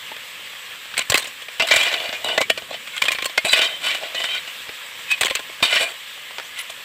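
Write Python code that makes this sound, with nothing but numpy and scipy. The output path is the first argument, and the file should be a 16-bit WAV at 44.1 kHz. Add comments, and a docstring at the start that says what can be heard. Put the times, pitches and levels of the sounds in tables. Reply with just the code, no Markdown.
"""Scooping shells over a wood fire

Sea snail shells are scooped with a steel spoon from a thin metal basin and tipped into a pot over a wood fire.
Knocks are bursts of noise sent through the ringing notes of basin or pot, with a short shell note added.
Scrapes are rubbing noise and tiny clicks through the basin, plus singing metal; thuds are low, short swings.
Behind them, shaped noise makes the hot pot sizzle and the fire rumble, spit and whistle once.
"""
import sys
import numpy as np
from scipy import signal
from scipy.fft import rfft, irfft, next_fast_len
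from scipy.io import wavfile
from scipy.ndimage import uniform_filter1d, map_coordinates

SR = 44100
rng = np.random.default_rng(int(sys.argv[2]) if len(sys.argv) > 2 else 0)


def file_out(sig):
    """Save sig as 16-bit WAV at sys.argv[1]."""
    # one column per channel
    cols = np.atleast_2d(sig).T
    # limit, then scale
    lim = np.clip(cols, -1, 1)
    pcm = np.round(lim * 32767).astype(np.int16)
    wavfile.write(sys.argv[1], SR, pcm)


N = 301996

# Spoon and shells on the basin; belly and treble are relative to the knock level:
# (time [s], level [dB], belly [dB], treble [dB], time for the contact to fade by 60 dB [s], shell pitch [Hz])
BASIN_HITS = [(1.5963, -5.5, -13.5, -11.5, .073, 2706), (1.6205, -6.5, -12, -8.5, 0.05, 2880),
              (1.6698, -26, -11, -20, 0.053, 1020), (1.6698, -14.5, -23, -5, .073, 3800),
              (1.684, -12.5, -30, -4, 0.1, 3970), (1.709, -1, -11, -14.5, 0.094, 2400),
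              (1.737, -10, -8.5, -4, 0.063, 2320), (1.7593, -1.5, -17, -6, 0.059, 2400),
              (1.811, -10, -27, -21, 0.028, 3260), (1.8282, -8.5, -24, -7, .1, 3330),
              (1.855, -11.5, -25, -8, 0.07, 2920), (1.8674, -16, -10, -19, .058, 2470),
              (1.9265, -11, -10, -17, 0.05, 2390), (1.9391, -7, -24, -11.5, 0.019, 2360),
              (1.9982, -15, -21, -15, 0.051, 3010), (2.0901, -12.5, -19, -16, 0.017, 1580),
              (2.1264, -16, -8, -32, .15, 2440), (2.2423, -13, -7, 0, 0.059, 3880),
              (2.2847, -14, -10, -23, 0.09, 2780), (2.3146, -19, -11, -24, 0.044, 3000),
              (2.3765, -3, -7.5, -8.5, 0.048, 2040), (2.4054, -15.5, 3, -2, 0.072, 2220),
              (2.4116, -4.5, -10, -7.5, .062, 2280), (2.4972, 0, -10.5, -6, 0.042, 2990),
              (2.575, -15, -9.5, -8, 0.046, 2980), (2.6198, -24, -7, -12, .03, 1500),
              (2.7064, -23.5, 2.5, -18, .043, 2500), (2.7272, -24, -10, -24, .075, 3630),
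              (2.7407, -18.5, -15, -27, 0.044, 3050), (3.3753, 0.5, -16, -10, 0.038, 2150),
              (3.4475, -7.5, -12, -6.5, 0.097, 2617), (3.4886, -13, -32, -24, .063, 4030),
              (3.5284, 1, -19, -9.5, 0.067, 3030), (3.5887, -8, -8.5, -9, 0.041, 2980),
              (3.6136, -8, -16, -8, 0.15, 2410), (3.6435, -15, -29, -16, 0.059, 3200),
              (3.8627, -9.5, -32, -8.5, 0.17, 3020), (3.9053, -17.5, -36, -27, .15, 3200),
              (3.9475, -15, -12.5, -10, 0.07, 2940), (4.0313, -27.5, 2, -22, .11, 2840),
              (4.1457, -13.5, -12.5, -10, 0.087, 1950), (4.1994, -15.5, -13, -18, 0.086, 3130),
              (4.2383, -12.5, -22, -30, 0.053, 3090), (4.4752, -20, -20, -12, 0.049, 2920),
              (4.69, -21.5, -6.5, -15, .023, 2750), (5.6022, -28, -5, -9, 0.051, 1790),
              (5.6251, -3, -15, -10, .11, 3650), (5.6464, -7.5, -17, -13.5, 0.23, 2990),
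              (5.7261, -8.5, -10, -14, 0.039, 2980), (5.7577, -7, -23, -12, .1, 1920),
              (5.8067, -9, -12, -7.5, 0.16, 2400)]
# Shells landing in the pot or shifting in the spoon, same columns:
# (time [s], level [dB], belly [dB], treble [dB], time for the contact to fade by 60 dB [s], shell pitch [Hz])
POT_HITS = [(0.1157, -23, -6, -18, 0.026, 890), (0.164, -23, -14, -11, 0.019, 2140),
            (0.913, -24, -30, -20, 0.026, 1750), (0.9386, -19.5, -35, -22, .038, 1840),
            (0.9666, -16, -23, -20, 0.032, 2250), (0.977, -7, -16.5, -3.5, 0.043, 4050),
            (0.9908, -8, -13, -2.5, 0.022, 2600), (1.013, -29, -27, -8, .031, 3150),
            (1.0984, -8, -14, 6.5, .039, 4620), (1.1195, -5, -9.5, -6, 0.036, 1940),
            (1.1413, -3.5, -6.5, -2.5, 0.028, 2630), (1.1527, -5, -34, -7, 0.053, 2110),
            (1.173, -7, -15.5, 1, 0.079, 4080), (1.1961, -17.5, -12, -4, 0.067, 3360),
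            (1.2206, -19, -14, -5, .072, 3640), (1.2416, -22, -10, -1.5, 0.043, 2520),
            (1.253, -19.5, -18, -12, 0.036, 2920), (1.2695, -28.5, -5, 5, 0.088, 3000),
            (1.4185, -24.5, -14, -8, .042, 3360), (1.483, -21, -11.5, -14, .026, 2450),
            (2.8726, -21.5, -17, -10, 0.046, 2490), (2.9635, -20, -32, -0.5, 0.061, 3350),
            (2.9777, -17, -35, -5, 0.025, 2920), (3.0183, -2, -24.5, -7.5, 0.037, 2410),
            (3.0375, -13.5, -12, -4, 0.076, 2100), (3.0532, -12, -15, -5, 0.12, 3150),
            (3.0816, -3, -17, -12, .04, 2470), (3.1046, -17, -7, -12, 0.064, 3200),
            (3.116, -10.5, -17.5, 0.5, 0.077, 2410), (3.1482, -17, -12, -8, 0.074, 2380),
            (3.1845, -13.5, -13, -14, 0.042, 2380), (3.2022, -24, -14, -17, 0.051, 2430),
            (3.2215, -12, -11.5, -8, .039, 2420), (3.2432, -16.5, -17, -2, 0.034, 3130),
            (3.255, -8.5, -10, -2, .032, 4350), (3.295, -23, -7, -17, 0.045, 2300),
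            (5.0905, -26.5, -35, -5.5, 0.065, 2540), (5.1134, -14, -24, -0.5, .049, 2520),
            (5.1346, -19, -27, -26, .048, 2510), (5.1768, -24, -18, -5, .035, 2520),
            (5.2095, -6, -11.5, -1, 0.043, 2580), (5.2232, -16, -10, -6, .044, 2380),
            (5.2321, -3.5, -17, -11, 0.031, 1870), (5.2458, -12, -6.5, 2, .059, 3070),
            (5.2564, -9, -20, -4, 0.04, 3230), (5.2674, -9, -28, -10, 0.017, 2200),
            (5.2792, -13, -17, -12, 0.042, 1870), (5.299, -12, -24, -8, 0.069, 2460),
            (5.3073, -14.5, -2.5, -9, 0.03, 560), (5.351, -8, -16, 0, 0.027, 2610),
            (5.3635, -16.5, -21, -26, .052, 2700), (5.3925, -19, -7, -8, 0.042, 1670),
            (5.4945, -31.5, -1, -13, .039, 2290), (6.5883, -27, -35, 3, 0.019, 2240),
            (6.6968, -23.5, -8, -3, 0.03, 3400), (6.7027, -28, -14, 6, 0.028, 3160)]
# Ringing notes of the basin: (pitch [Hz], width [Hz], level [dB])
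BASIN_MODES = [(658, 74, 1.5), (1096, 34, -6.5), (1479, 31, -5.5), (2007, 18, -1), (2400, 23.5, 1.5),
               (2990, 48, -6), (3517, 14, -2.5), (3850, 130, -10), (4130, 97, -17), (4550, 17, -6.5),
               (5400, 110, -16), (5840, 27, -26), (7720, 720, -5)]
# Ringing notes of the pot: (pitch [Hz], width [Hz], level [dB])
POT_MODES = [(112, 70, -19), (580, 180, -11), (1085, 60, -7), (2080, 90, -12), (2420, 240, -11),
             (3300, 90, -11), (3750, 210, -14), (4220, 80, -13), (6100, 200, -19), (7150, 220, -14),
             (7950, 350, -15), (8650, 250, -20)]
# Shape of the contact noise between the ringing notes: (frequency [Hz], level [dB])
CLACK_SHAPE = [(35, -97), (60, -22), (334, 3), (611, 8), (1090, -2.5), (1280, -11.5), (1510, -9),
               (2960, -5), (5810, -18.5), (7680, -20), (9910, -33), (13700, -27), (15400, -29)]
# Borders between thump, belly, body and treble: (frequency [Hz])
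BAND_EDGES = (300, 1300, 5000)
# Heavy landings that shake a whole vessel: (time [s], level [dB], pitch [Hz])
HEAVY_LANDINGS = [(1.0995, -18, 110), (1.1403, -28, 130), (1.5963, -32, 220), (1.6208, -29, 199),
                  (1.7593, -28, 110), (2.622, -40, 90), (3.018, -38, 130), (3.4463, -20.5, 223),
                  (5.2104, -29, 111), (5.6252, -16, 264)]
# Shells rubbing over metal; belly, treble and ringing are relative to the scrape:
# (start [s], swell [s], hold [s], fade [s], scrape [dB], belly [dB], treble [dB], ringing pitch [Hz], ringing [dB])
RUB_STROKES = [(0.932, 0.063, .025, 0.027, -26.5, -24, -10, 2200, -4),
               (1.608, 0.017, 0.032, 0.017, -32.5, -1, -20, 2885, 5),
               (1.672, 0.061, 0.062, 0.073, -18.5, -15.5, -12, 2374, -9),
               (1.782, 0.028, 0.073, 0.24, -22, -11.5, -14, 2400, -9),
               (1.898, 0.042, 0.11, 0.24, -32, -4, -23, 2864, -0.5),
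               (2.232, 0.024, 0.095, 0.044, -32, 1.5, -8.5, 2933, 5.5),
               (2.679, 0.041, 0.024, 0.028, -41.5, 5, -14, 3340, 5),
               (2.919, 0.025, 0.034, .02, -33, -25, -10, 2160, 3.5),
               (2.952, 0.023, 0.0054, 0.011, -39.5, -20, -1, 3200, 19.5),
               (3.444, 0.0086, 0.015, 0.035, -25, -0.5, -4, 2440, -3),
               (3.471, 0.022, 0.035, .02, -27, -18, -3.5, 3900, 8.5),
               (3.523, .014, .03, .05, -18.5, -14, -11.5, 2893, -2),
               (3.569, 0.033, 0.032, .16, -21.5, -12, -12, 3096, 0.5),
               (3.798, 0.051, 0.071, 0.12, -23.5, -14.5, -11.5, 3020, -11),
               (3.977, 0.053, 0.054, 0.11, -33, -5, -16, 3300, -4.5),
               (4.132, 0.042, 0.098, 0.037, -34, -6.5, -6, 2985, 9),
               (4.249, 0.038, 0.093, 0.042, -29, -14.5, -13, 3110, 3.5),
               (5.076, 0.03, 0.034, 0.024, -28, -30, -9, 2538, 7),
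               (5.624, 0.011, .03, .03, -24.5, -15, -5, 3670, 2),
               (5.652, 0.11, .01, 0.06, -16.5, -15.5, -11, 2930, -9),
               (5.776, 0.022, 0.04, 0.047, -24, -8.5, -8.5, 2400, 2),
               (5.844, 0.015, 0.05, 0.044, -32, -5, -5, 2620, -16),
               (6.525, 0.072, 0.0083, 0.028, -28.5, -34, -10, 2100, -2.5)]
# Start and end of a stroke against its hold, for scrape, belly, treble and ringing: (level [dB])
STROKE_EDGES = [-22, -16, -18.5, -17.5]
# Notes of the rubbed metal: (ratio to the ringing pitch [times], level [dB])
SONG_PARTIALS = [(0.668, -15.5), (1.001, -2.5), (1.22, -10)]
# High notes of the spoon: (pitch [Hz], width [Hz], level [dB])
SPOON_MODES = [(9250, 150, -14), (10400, 80, 0), (10900, 80, -5), (13200, 200, -10)]
# The last shell slips off the spoon: (time [s], level [dB])
SPOON_SHAKE = [(6.575, -70), (6.59, -41), (6.615, -32), (6.63, -70)]
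# Spits of the fire: (time [s], peak level [dB])
FIRE_SPITS = [(0.395, -26), (0.41, -25), (0.535, -24), (0.749, -28), (0.856, -23), (4.991, -23),
              (6.177, -24), (6.309, -22.5), (6.384, -10.5), (6.399, -14), (6.796, -32)]
# Steam from a log: (time [s], pitch [Hz], level before its random flutter [dB])
STEAM_WHISTLE = [(6.4, 5000, -70), (6.43, 5470, -49), (6.46, 6360, -48), (6.485, 7450, -48),
                 (6.5, 7800, -70)]
# Shape of the sizzle: (frequency [Hz], level [dB])
SIZZLE_SHAPE = [(240, -63), (400, -22), (519, -6), (715, -13.5), (1110, -3.5), (1530, -6.5), (1660, 1),
                (1760, 0), (3290, 2), (4680, -11), (6450, -16), (7860, -9), (9740, -21.5), (13600, -16),
                (15400, -16.5)]
# Shape of the fire's rumble: (frequency [Hz], level [dB])
RUMBLE_SHAPE = [(15, -59), (25, -29), (27, -30), (86, -0.5), (242, 0.5), (370, -3), (500, 3.5), (650, -26),
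                (1100, -120)]
# Background over time: (time [s], sizzle before its random wobble [dB], rumble [dB])
BACKGROUND = [(0.0, -35.5, -58), (1.56, -37, -58.5), (1.81, -31.5, -64), (2.42, -37, -49),
              (2.82, -36.5, -59), (3.53, -35, -59.5), (4.33, -34.5, -57.5), (6.85, -36.5, -59.5)]

SIZE = 8192  # samples used to work out a vessel's ring
TOP_HZ = 16400  # the microphone's upper limit
THUD_CYCLES = 4.5  # swings until a thud has lost 60 dB
BLOW, BLOW_PEAK_S = 0.83, 0.0026  # extra push of the main contact, and when that push is strongest


def knocks(rows, modes, clack_db, rise, shell_db, shell_t60, belly_hz, belly_t60, thump_db):
    """A knobbly shell touches many times within a few ms; the vessel rings and the shell adds its own short note."""
    out, t = np.zeros(N + SR), np.arange(SIZE // 2) / SR

    def note(drive, hz, t60):
        """A fading tone set off by the contact."""
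        tone = np.sin(2 * np.pi * hz * t) * amp(-60 * t / t60)
        return peak(signal.fftconvolve(drive, tone))

    for s, db, belly_db, treble_db, t60, hz in rows:
        # each spot struck and each load of shells shifts the ringing notes
        spot = rng.standard_normal((len(modes), 2))
        shifted = [(c * (1 + 0.028 * a), w, level + 3.4 * b) for (c, w, level), (a, b) in zip(modes, spot)]
        answers = vessel(shifted, clack_db)

        knobs = rng.standard_normal(len(t) // 32).repeat(32)
        touch = rng.standard_normal(len(t)) * amp(3.5 * knobs)
        main_blow = 1 + BLOW * t / BLOW_PEAK_S * np.exp(1 - t / BLOW_PEAK_S)
        touch = touch * amp(-60 * (t / t60) ** 1.57) * (1 - np.exp(-t / rise)) * main_blow
        push = touch * amp(-60 * t / 0.058)  # the low notes answer mostly to the first contact

        rings = signal.fftconvolve([push, push, touch, touch], answers, axes=1)
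        thump, belly, body, treble = peak(rings)
        body = body + amp(shell_db) * note(touch, hz, shell_t60)
        belly = belly + amp(-8.0) * note(push, belly_hz, belly_t60)
        levels = db + np.array([thump_db, belly_db, 0, treble_db])
        mixed = amp(levels) @ [thump, belly, body, treble]
        # wet shells settle on the metal and choke its ring
        damped = amp(-56) + amp(-60 * (t / (2.25 * t60)) ** 2)
        out[round(s * SR):][:len(t)] += damped * mixed[:len(t)]
    return out[:N]


def vessel(modes, clack_db):
    """How a vessel rings after a tap, split into thump, belly, body and treble."""
    f = np.fft.rfftfreq(SIZE, 1 / SR)
    power = (amp(clack_db) * along(CLACK_SHAPE, f)) ** 2
    for c, w, db in modes:
        power = power + amp(db) ** 2 * (f * w) ** 2 / ((c * c - f * f) ** 2 + (f * w) ** 2)
    power = power / (1 + (f / 15500) ** 80) / (1 + (75 / (f + 1)) ** 8)
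    below = [0 * f] + [1 / (1 + (f / edge) ** 8) for edge in BAND_EDGES] + [1 + 0 * f]
    bands = power * np.diff(below, axis=0)
    # minimum phase: the ring starts at the tap and packs its energy as early as it can
    cepstrum = irfft(np.log(bands + 1e-12) / 2)
    cepstrum[:, 1:SIZE // 2] *= 2
    cepstrum[:, SIZE // 2 + 1:] = 0
    return irfft(np.exp(rfft(cepstrum)))[:, :SIZE // 2]


def thuds():
    """The vessel gives one low, heavily damped swing."""
    out, t = np.zeros(N + SR), np.arange(SIZE) / SR
    for s, db, hz in HEAVY_LANDINGS:
        swing = amp(db - 60 * t * hz / THUD_CYCLES) * np.sin(2 * np.pi * hz * t)
        out[round(s * SR):][:len(t)] += swing
    return signal.lfilter(*signal.butter(2, 60, "highpass", fs=SR), out[:N])


def drags(answers, rate, slips):
    """Dense tiny collisions on a bed of rubbing noise drive the basin; shells ping and the rubbed metal sings."""
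    # rate: average collisions a second
    ticks = (rng.random(N) < rate / SR) * amp(3 * rng.standard_normal(N)) * rng.choice([-1, 1], N)
    drive = amp(3 * wobble(60)) * (1.1 * unit(ticks) + rng.standard_normal(N))
    # the spoon edge sticks and slips, around "slips" times a second at an uneven pace
    slip_count = np.floor(np.cumsum(slips * amp(4 * wobble(30)) / SR))
    judder = np.diff(slip_count, prepend=0)

    rings = signal.fftconvolve(drive[None], answers, axes=1)[:, :N]
    _, belly, body, treble = (unit(p) for p in rings)
    judder_ring = signal.fftconvolve(judder * amp(3.6 * wobble(50)), answers[1])[:N]
    belly = unit(belly + 0.73 * unit(judder_ring))
    body = unit(body + 0.9 * pings(np.full(N, 2800.), spread=0.22, t60=0.018, count=4000))

    gain, hz = strokes()
    song = sum(amp(db) * pings(ratio * hz, spread=0.0088, t60=0.13, count=2000) for ratio, db in SONG_PARTIALS)
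    return gain[0] * body + gain[1] * belly + gain[2] * treble + gain[3] * song


def strokes():
    """Each stroke swells, holds and fades; the metal sings at the pitch of the stroke that rings loudest."""
    t, power = np.arange(N) / SR, np.zeros((4, N))
    hz, loudest = np.full(N, 2800.), np.zeros(N)
    for s, swell, hold, fade, db, belly_db, treble_db, pitch_hz, ring_db in RUB_STROKES:
        corners = s + np.cumsum([0, swell, hold, fade])
        # 0 = full hold level, 1 = start or end level, 10 = practically silent outside the stroke
        under = np.interp(t, corners, [1, 0, 0, 1], 10, 10)
        hold_db = db + np.array([[0], [belly_db], [treble_db], [ring_db]])
        layers = amp(hold_db + np.outer(STROKE_EDGES, under))
        hz = np.where(layers[3] > loudest, pitch_hz, hz)
        loudest = np.maximum(loudest, layers[3])
        power = power + layers ** 2
    return uniform_filter1d(np.sqrt(power), 400, axis=1), hz


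def pings(centre_hz, spread, t60, count):
    """Short damped notes at random moments, pitched around a moving centre."""
    draw, t = rng.random((count, 3)), np.arange(SIZE // 8) / SR
    start = (draw[:, 0] * N).astype(int)
    hz = centre_hz[start] * np.exp(spread * rng.standard_normal(count))
    fade = amp(12.5 * draw[:, 1:2] - 60 * t / t60)
    tone = np.sin(2 * np.pi * (hz[:, None] * t + draw[:, 2:]))
    notes = fade * tone * (1 - np.exp(-t / 0.00085))
    places = start[:, None] + np.arange(len(t))
    return unit(np.bincount(places.ravel(), notes.ravel(), N)[:N])


def sparkle():
    """A shell sliding off the empty spoon wakes its highest notes: noise through narrow bands."""
    def spoon_gain(f):
        return np.sqrt(sum(amp(db) ** 2 / (1 + (2 * (f - c) / w) ** 4) for c, w, db in SPOON_MODES))

    level_db = curves(SPOON_SHAKE, outside=-200)[0]
    return amp(level_db) * unit(coloured(rng.standard_normal(N), spoon_gain))


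def spits():
    """Wood pockets burst as single dull pulses with a short puff; steam whistles upward once."""
    out, t = np.zeros(N + SR), np.arange(SIZE // 8) / SR
    dull = signal.butter(2, (450, 3000), "bandpass", fs=SR)
    for s, db in FIRE_SPITS:
        puff = 0.071 * amp(-60 * t / 0.05) * rng.standard_normal(len(t))
        burst = (t == 0) + puff
        out[round(s * SR):][:len(t)] += amp(db) * peak(signal.lfilter(*dull, burst))
    hz, db = curves(STEAM_WHISTLE)
    db = db - 60 * (db <= db[-1])  # push it far down before and after the whistle
    whistle = amp(db + 3.9 * wobble(250)) * np.sin(2 * np.pi * np.cumsum(hz) / SR)
    return out[:N] + whistle


def fire():
    """Wet shells sizzle in the hot pot as flickering hiss and sharp specks; the flames rumble as low noise."""
    sizzle_db, rumble_db = curves(BACKGROUND)
    # random patches over pitch and time make the hiss flicker
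    z = signal.stft(rng.standard_normal(N), nperseg=512)[2]
    field = uniform_filter1d(uniform_filter1d(rng.standard_normal(z.shape), 6, 0), 8, 1)
    hiss = signal.istft(z * amp(1.3 * unit(field)), nperseg=512)[1][:N]
    specks = (rng.random(N) < 300 / SR) * amp(4.5 * rng.standard_normal(N))  # about 300 a second
    raw_sizzle = unit(hiss) + 0.21 * unit(specks)
    sizzle = unit(coloured(raw_sizzle, lambda f: along(SIZZLE_SHAPE, f) * (f < 15500)))
    low_noise = coloured(rng.standard_normal(N), lambda f: along(RUMBLE_SHAPE, f))
    rumble = unit(amp(2 * wobble(8)) * low_noise)
    return amp(sizzle_db + 0.52 * wobble(19)) * sizzle + amp(rumble_db) * rumble


def amp(db):
    """Decibels to gain."""
    return 10 ** (np.asarray(db) / 20)


def unit(x):
    """x at an average strength (rms) of 1."""
    return x / np.sqrt(np.mean(x ** 2) + 1e-20)


def peak(x):
    """x at peak 1."""
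    return x / np.abs(x).max(axis=-1, keepdims=True)


def along(points, hz):
    """(frequency [Hz], level [dB]) points joined on a log frequency axis, as gain."""
    f, v = np.transpose(points)
    return amp(np.interp(np.log(hz + 1), np.log(f + 1), v))


def curves(rows, outside=None):
    """One value per sample for each column after the time."""
    s, *cols = np.transpose(rows)
    return [np.interp(np.arange(N) / SR, s, c, outside, outside) for c in cols]


def wobble(rate):
    """A smooth random curve through "rate" random points a second."""
    points = rng.standard_normal(int(N * rate / SR) + 4)
    return map_coordinates(points, [np.arange(N) * rate / SR])


def coloured(x, gain):
    """x times a gain over frequency."""
    m = next_fast_len(N + SIZE)
    return irfft(rfft(x, m) * gain(np.fft.rfftfreq(m, 1 / SR)), m)[:N]


def scene():
    """Shells, spoon and fire in the open air, added together without echo."""
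    basin = knocks(BASIN_HITS, BASIN_MODES, clack_db=-6, rise=0.00084, shell_db=-9.5, shell_t60=0.09,
                   belly_hz=656, belly_t60=0.058, thump_db=-32.5)
    pot = knocks(POT_HITS, POT_MODES, clack_db=-2.0, rise=0.00079, shell_db=-7.5, shell_t60=0.029,
                 belly_hz=1048, belly_t60=0.23, thump_db=-57)
    scrapes = drags(vessel(BASIN_MODES, clack_db=-15), rate=380, slips=60)
    return (basin + pot + thuds() + scrapes + sparkle() + spits() + fire())[None]


def record(dry):
    """Peaks round off softly; the microphone drops the deepest bass and all above its band limit."""
    soft = dry[0] / (1 + np.abs(dry[0] / 0.95) ** 6) ** (1 / 6)
    return coloured(soft, lambda f: (f < TOP_HZ) * f * f / np.hypot(f * f, 45 ** 2))[None]


dry = scene()
out = record(dry)
file_out(out)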